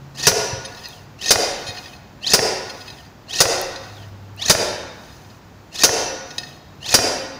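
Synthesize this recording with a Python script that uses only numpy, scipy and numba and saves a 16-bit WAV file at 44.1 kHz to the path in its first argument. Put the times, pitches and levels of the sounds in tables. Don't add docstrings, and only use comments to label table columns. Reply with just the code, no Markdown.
import sys
import numpy as np
from scipy import signal
from scipy.fft import rfft, irfft
from scipy.io import wavfile
from scipy.ndimage import uniform_filter1d, minimum_filter1d
from numba import njit

SR = 44100
rng = np.random.default_rng(int(sys.argv[2]) if len(sys.argv) > 2 else 0)


def store_pcm(level_fs):
    pcm = np.round(np.clip(level_fs, -1, 1) * 32767).astype(np.int16)
    wavfile.write(sys.argv[1], SR, np.atleast_2d(pcm).T)


N = 325897

# impact t/s, level/dB, seating of the weight (-1..1), relative thump level/dB,
# contact chatter/s, flight of the head/s, length of the pull/s, singing level/dB
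STROKES = [(.269, 0, -0.33, -6, 0.017, 0.046, 0.13, -29), (1.3066, 1, 1, -10, 0.013, .051, 0.13, -25),
           (2.3348, 1.5, 0.97, -16, 0.012, 0.057, .13, -19.5),
           (3.404, 1.5, 0.51, -4.5, 0.011, 0.051, 0.14, -23.5),
           (4.4969, 0.5, 0.73, -3, 0.017, .053, .133, -19.5),
           (5.835, 0, -.6, -15.5, .021, 0.057, 0.13, -29),
           (6.9408, 2.5, 1, -5.5, 0.0099, 0.048, 0.14, -22.5)]
# t/s, length/s, scrape level/dB, singing level/dB
RETURN_SLIDES = [(0.589, .44, -45.5, -38.5), (1.498, 0.49, -44, -43), (2.574, 0.51, -47.5, -49.5),
                 (3.617, 0.48, -50.5, -44.5), (4.855, .52, -51, -56), (6.238, 0.33, -47.5, -44.5)]
# f/Hz, level/dB, T60/s
ROD_MODES = [(734, -13.5, 0.25), (1838, 1.5, 0.059), (2569, -0.5, 0.071), (3010, -7, .03),
             (3290, -3, 0.022), (3766, 1.5, 0.041), (4234, 2.5, 0.055), (4620, -3.5, 0.016),
             (4970, 1.5, 0.082), (5300, -4.5, 0.021), (6020, -9, 0.06), (6470, -4.5, 0.03),
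             (8000, -36, .025), (9700, -11.5, 0.039), (11000, -22, .02)]
# f/Hz, spectral level/dB
FRICTION_SPECTRUM = [(80, -8.5), (400, -2), (1300, -10), (3000, -11.5), (5000, 0.5), (6700, -0.5),
                     (7800, -12.5), (10000, -14), (12500, -20), (15000, -23.5)]


def blows():
    # f/Hz, level/dB, T60/s, gain per unit of seating/dB
    puller_modes = [(426, -17.5, 0.054, -8), (440, -9.5, 0.054, 5), (540.6, -13, 0.15, -3),
                    (897, -36.5, 0.26, 9), (1452, -13.5, 0.2, -1.5), (2467, -15.5, 0.23, 0),
                    (2700, -7.5, 0.035, 0.5), (3024, -16, 0.13, 1.5), (3694, -11, 0.091, 1.5),
                    (4750, -39, 0.17, -1.5), (4920, -28.5, .1, -4.5), (4780, -14.5, 0.16, 10.5),
                    (4820, -10.5, 0.068, 12.5), (5185, -5, 0.063, -3), (5610, -19.5, .12, 16.5),
                    (5890, -21.5, 0.62, -12.5), (6115, -11.5, .1, -11.5), (6450, -12.5, .08, -7.5),
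                    (6000, -8, .12, -10.5), (6430, -9.5, .11, -12.5), (9030, -19.5, .15, 7),
                    (9200, -16, .04, -0.5)]
    # f/Hz, spectral level/dB
    crash_spectrum = [(60, -2.5), (170, 4.5), (290, 1.5), (430, 8), (650, 5.5), (1100, 2), (1900, 3),
                      (2200, -2.5), (3300, -2), (5300, 9.5), (6700, 5.5), (7600, -3), (9800, -1.5),
                      (13500, -12)]
    out, t = np.zeros(N), clock(0.63)
    hz, db, t60, seating_db = np.transpose(puller_modes)[:, :, None]
    attack = 1 - np.exp(-t / 0.004)
    for s, level_db, seating, thump_db, chatter, *_ in STROKES:
        mode_db = db + seating_db * seating
        steel = ring(t, hz, mode_db, t60, hold=chatter / 2, scatter_db=1.5, detune=0.0012) * attack
        crash = noise(crash_spectrum, len(t)) * fade(t - chatter, 0.099)
        thump = undb(thump_db - 4) * thud(t, hz=147, t60=0.045)
        add(out, s, undb(level_db) * (undb(-2.5) * crash + undb(-4.5) * steel) + thump)
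    return out


def knocks():
    # t/s, level/dB
    bumps = [(.529, -16.5), (.574, -25.5), (1.687, -23.5)]
    # f/Hz, spectral level/dB
    crack_spectrum = [(100, -4.5), (600, 8), (1900, 6), (3500, 0.5), (6000, -22), (14000, -41)]
    out, t = np.zeros(N), clock(0.25)
    floor = thud(t, hz=110.5, t60=0.053)
    for s, *_, flight, _, _ in STROKES:
        crack = noise(crack_spectrum, len(t)) * fade(t, 0.022)
        clang = np.sin(2 * np.pi * 1820 * t) * fade(t, 0.017)
        add(out, s + flight, undb(-15.5) * floor + undb(-7) * crack + undb(-9.5) * clang)
    for s, db in bumps:
        add(out, s, undb(db) * floor)
    return out


def pulls():
    travel, force, singing = np.zeros((3, N))
    for s, *_, length, sing_db in STROKES:
        speed = clock(length) / length
        release = 1 - speed ** 5.1
        add(travel, s - length, speed ** 2)
        add(force, s - length, speed ** 1.42)
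        add(singing, s - length, undb(sing_db) * speed ** 0.98 * release)
    grip = undb(3.5 * drift(130))
    rub = undb(-28) * rod_rub(force * grip)
    hiss = undb(-27) * force * grip * noise(FRICTION_SPECTRUM, N)
    return rub + hiss + singing * np.sqrt(grip) * rod_song(travel, rasp=0.029, db_per_octave=4)


def returns():
    # f/Hz, spectral level/dB
    cloth_spectrum = [(100, -8), (700, 5.5), (1400, -2.5), (3000, -21), (6300, 2.5), (8000, -12),
                      (10000, -10), (13000, -17), (15000, -13)]
    travel, force, singing, brushing = np.zeros((4, N))
    for s, length, db, sing_db in RETURN_SLIDES:
        add(travel, s, (1 - clock(length) / length) ** 1.3)
        add(force, s, undb(db) * arch(length))
        add(singing, s, undb(sing_db) * arch(length))
        add(brushing, s, undb(db) * arch(length + 0.037))
    rub = undb(-4.5) * rod_rub(force * undb(7.4 * drift(75)))
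    bursts = singing * (1 - travel) ** 2.1 * undb(3.5 * drift(30))
    squeaks = bursts * rod_song(travel, rasp=0.036, db_per_octave=-2.5)
    rustle = undb(-2.5) * brushing * undb(1.1 * drift(25)) * noise(cloth_spectrum, N)
    return rub + squeaks + rustle


def rod_rub(force):
    grit = unit(rng.standard_normal(N) * undb(2 * rng.exponential(size=N)))
    hz, db, t60 = np.transpose(ROD_MODES)[:, :, None]
    response = ring(clock(0.15), hz, db, t60, hold=0, scatter_db=0, detune=0)
    return signal.fftconvolve(force * grit, response / np.linalg.norm(response))[:N]


def rod_song(travel, rasp, db_per_octave):
    # f/Hz, level/dB
    bending_tones = [(610, -1), (1700, 2), (2640, 1), (4080, -7)]
    # f/Hz, level/dB
    radiation = [(650, -5), (1000, -11.5), (1600, -18.5), (2200, -16.5), (2900, -3), (4100, -3),
                 (5200, -7.5), (6500, -4), (8000, -21.5), (13000, -33)]
    glide_octaves, pivot_hz, flutter_db = 2.38, 3000, 4.5
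    band_hz, band_db = np.transpose(radiation)
    out = np.zeros(N)
    for rest_hz, db in bending_tones:
        hz = np.minimum(rest_hz * 2 ** (glide_octaves * travel), SR / 2)
        phase = 2 * np.pi * np.cumsum(hz * (1 + rasp * drift(1100))) / SR
        radiated_db = np.interp(np.log(hz), np.log(band_hz), band_db)
        tilt_db = db_per_octave * np.log2(hz / pivot_hz)
        out += undb(db + radiated_db + tilt_db + flutter_db * drift(300)) * np.sin(phase)
    return out


def rattles():
    # t/s, level/dB, length/s
    hard_knocks = [(0.248, -22.5, 0.0052), (0.648, -30.5, 0.024), (.769, -40, .03), (0.855, -28.5, 0.0044),
                   (1.223, -30.5, 0.0052), (1.258, -18.5, 0.0069), (1.281, -17, 0.0065),
                   (1.665, -29, 0.066), (1.78, -30, 0.012), (1.857, -32, .003), (2.695, -29, 0.018),
                   (2.901, -32, 0.0092), (3.758, -29, 0.009), (6.305, -33.5, 0.018), (6.381, -19.5, 0.0069),
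                   (6.432, -31.5, 0.013)]
    cock_lead_s = 0.015
    out = np.zeros(N)
    for s, level_db, length in hard_knocks:
        add(out, s, clink(level_db, length, detune=0.02))
    for s, *_, length, _ in STROKES:
        add(out, s - cock_lead_s, clink(-18.5, length=0.01))
        for progress, scatter_db in contacts(length, per_second=55):
            onset = s - length + progress * (length - cock_lead_s)
            add(out, onset, progress ** 3 * clink(-23.5 + scatter_db))
    for s, length, db, _ in RETURN_SLIDES:
        for progress, scatter_db in contacts(length, per_second=27):
            swell = np.sqrt(np.sin(np.pi * progress))
            add(out, s + length * progress, swell * clink(db + 4.5 + scatter_db))
    return out


def clink(level_db, length=0.011, detune=0.035):
    t = clock(0.15)
    hz, db, t60 = np.transpose(ROD_MODES)[:, :, None]
    hardness = np.clip((level_db + 35) / 15, 0, 1)
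    ping_db = 10 * hardness * (np.abs(hz - 6400) < 500)
    ping = ring(t, hz, db + ping_db, t60, hold=length / 2, scatter_db=4, detune=detune)
    buzz = noise(FRICTION_SPECTRUM, len(t)) * fade(t - length / 2, 0.022) * (0.3 + 0.7 * hardness)
    attack = 1 - np.exp(-t / 0.001)
    return undb(level_db - 9) * (ping + buzz) * attack


def contacts(length, per_second):
    jitter, scatter_db = rng.random(24), 2.5 * rng.standard_normal(24)
    progress = (np.arange(len(jitter)) + jitter) / (per_second * length)
    return np.transpose([progress, scatter_db])[progress < 1]


def clicks():
    # t/s, level/dB
    onsets = [(.886, -29.5), (3.615, -16.5), (4.365, -34.5)]
    spectrum = [(1000, -23.5), (7000, 0), (11000, 7.5), (15000, 1.5)]  # f/Hz, spectral level/dB
    out, t = np.zeros(N), clock(0.25)
    for s, db in onsets:
        add(out, s, undb(db) * noise(spectrum, len(t)) * fade(t, 0.0035))
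    return out


def hall(x):
    # f/Hz, level against the direct sound/dB, T60/s
    bands = [(60, -10.5, 1.2), (174, -20, 0.2), (273, -6, 1.67), (447, 0, 0.78), (720, -2, 0.99),
             (1220, -9, 1.27), (2500, -7.5, 1.054), (3240, -11, 1.03), (5300, -10.5, 0.73),
             (9000, -13, 0.53), (15000, -20.5, .55)]
    t = clock(1.8)
    hz, db, t60 = np.transpose(bands)
    white = rfft(rng.standard_normal(len(t)))
    log_f = np.log(np.fft.rfftfreq(len(t), 1 / SR) + 1)
    build_up = 1 - np.exp(-(t / 0.028) ** 2)
    response = np.zeros(len(t))
    for band, band_db, band_t60 in zip(np.eye(len(hz)), db, t60):
        decay = fade(t, band_t60) * build_up
        band_noise = irfft(white * np.interp(log_f, np.log(hz), band), len(t))
        response += undb(band_db) * decay / np.linalg.norm(decay) * band_noise
    spectrum = rfft(response, 2 * len(t))
    narrow, broad = (uniform_filter1d(np.abs(spectrum) ** 2, size=bins) for bins in (90, 500))
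    response = irfft(spectrum * np.sqrt(broad / narrow))[:len(t)]
    return signal.fftconvolve(x, response)[:N]


def workshop():
    # f/Hz, spectral level/dB
    ambient_spectrum = [(25, -32.5), (60, -8.5), (150, -8.5), (480, -19), (900, -19.5), (2000, -28),
                        (3000, -33), (5000, -34), (7000, -38), (8500, -51), (14000, -48)]
    # f/Hz, steady level/dB, top of the swell t/s, hold/s, swell level/dB
    drone_tones = [(138, -57.5, 0, 0.26, -43), (99.8, -55.5, 4.0, .4, -41.5)]
    attack_s = 0.21
    t = np.arange(N) / SR
    out = undb(-44) * noise(ambient_spectrum, N) * undb(0.25 * drift(1.9))
    for hz, steady_db, s, hold, swell_db in drone_tones:
        swell = np.clip((t - s) / attack_s + 1, 0, 1) * fade(t - s - hold, t60=2.4)
        phase = 2 * np.pi * np.cumsum(hz * (1 + 0.012 * drift(9))) / SR
        rms = (undb(steady_db) + undb(swell_db) * swell) * undb(1.6 * drift(5.8))
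        out += np.sqrt(2) * rms * np.sin(phase)
    return out


def ring(t, hz, db, t60, hold, scatter_db, detune):
    shift, scatter, phase = rng.standard_normal((len(hz), 3)).T[:, :, None]
    partials = np.sin(2 * np.pi * (hz * (1 + detune * shift) * t + phase)) * fade(t - hold, t60)
    return (undb(db + scatter_db * scatter) * partials).sum(0)


def thud(t, hz, t60):
    return 2 * np.sin(2 * np.pi * hz * t) * fade(t, t60) * (1 - np.exp(-t / 0.005))


def noise(points, size):
    hz, db = np.transpose(points)
    f = np.fft.rfftfreq(size, 1 / SR)
    gain = undb(np.interp(np.log(f + 1), np.log(hz), db))
    return unit(irfft(rfft(rng.standard_normal(size)) * gain, size))


def drift(rate):
    t = np.arange(N) / SR
    return unit(np.interp(t * rate, np.arange(N // 10), rng.standard_normal(N // 10)))


def arch(length):
    return np.sin(np.pi * clock(length) / length) ** 0.85


def fade(t, t60):
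    return np.exp(-np.log(1000) * np.maximum(t, 0) / t60)


def undb(db):
    return 10 ** (np.asarray(db) / 20)


def unit(x):
    return x / np.sqrt(np.mean(x ** 2))


def clock(length):
    return np.arange(int(length * SR)) / SR


def add(out, s, x):
    i = max(int(s * SR), 0)
    out[i:i + len(x)] += x[:max(len(out) - i, 0)]


def scene():
    transients = blows() + knocks() + clicks()
    sliding = pulls() + returns() + rattles()
    reverberation = hall(transients + undb(-3) * sliding)
    return (transients + sliding + reverberation + workshop())[None]


@njit
def slew(wanted_db, fall, rise):
    out, gain_db = np.empty(len(wanted_db)), 0.0
    for i in range(len(wanted_db)):
        gain_db += min(max(wanted_db[i] - gain_db, -fall / SR), rise / SR)
        out[i] = gain_db
    return out


def gain_control(x, target_db, fall_db_per_s, rise_db_per_s):
    level_db = 10 * np.log10(np.abs(uniform_filter1d(x ** 2, size=256)) + 1e-12)
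    wanted_db = np.minimum(target_db - level_db, 0)
    return x * undb(slew(wanted_db, fall_db_per_s, rise_db_per_s))


def limit(x, samples):
    gain = minimum_filter1d(1 / np.maximum(np.abs(x), 1), samples)
    return x * uniform_filter1d(gain, samples)


def record(dry):
    port_hz, port_width_hz, cutoff_hz = 15100, 900, 15550
    port = signal.iirpeak(port_hz, port_hz / port_width_hz, fs=SR)
    x = dry[0] + undb(3) * signal.lfilter(*port, dry[0])
    x = gain_control(x, target_db=-13, fall_db_per_s=372.0, rise_db_per_s=79.0)
    x = limit(x, samples=24)
    low_pass = signal.ellip(10, 0.2, 70, cutoff_hz, fs=SR, output="sos")
    return signal.sosfilt(low_pass, x)[None]


dry = scene()
out = record(dry)
store_pcm(out)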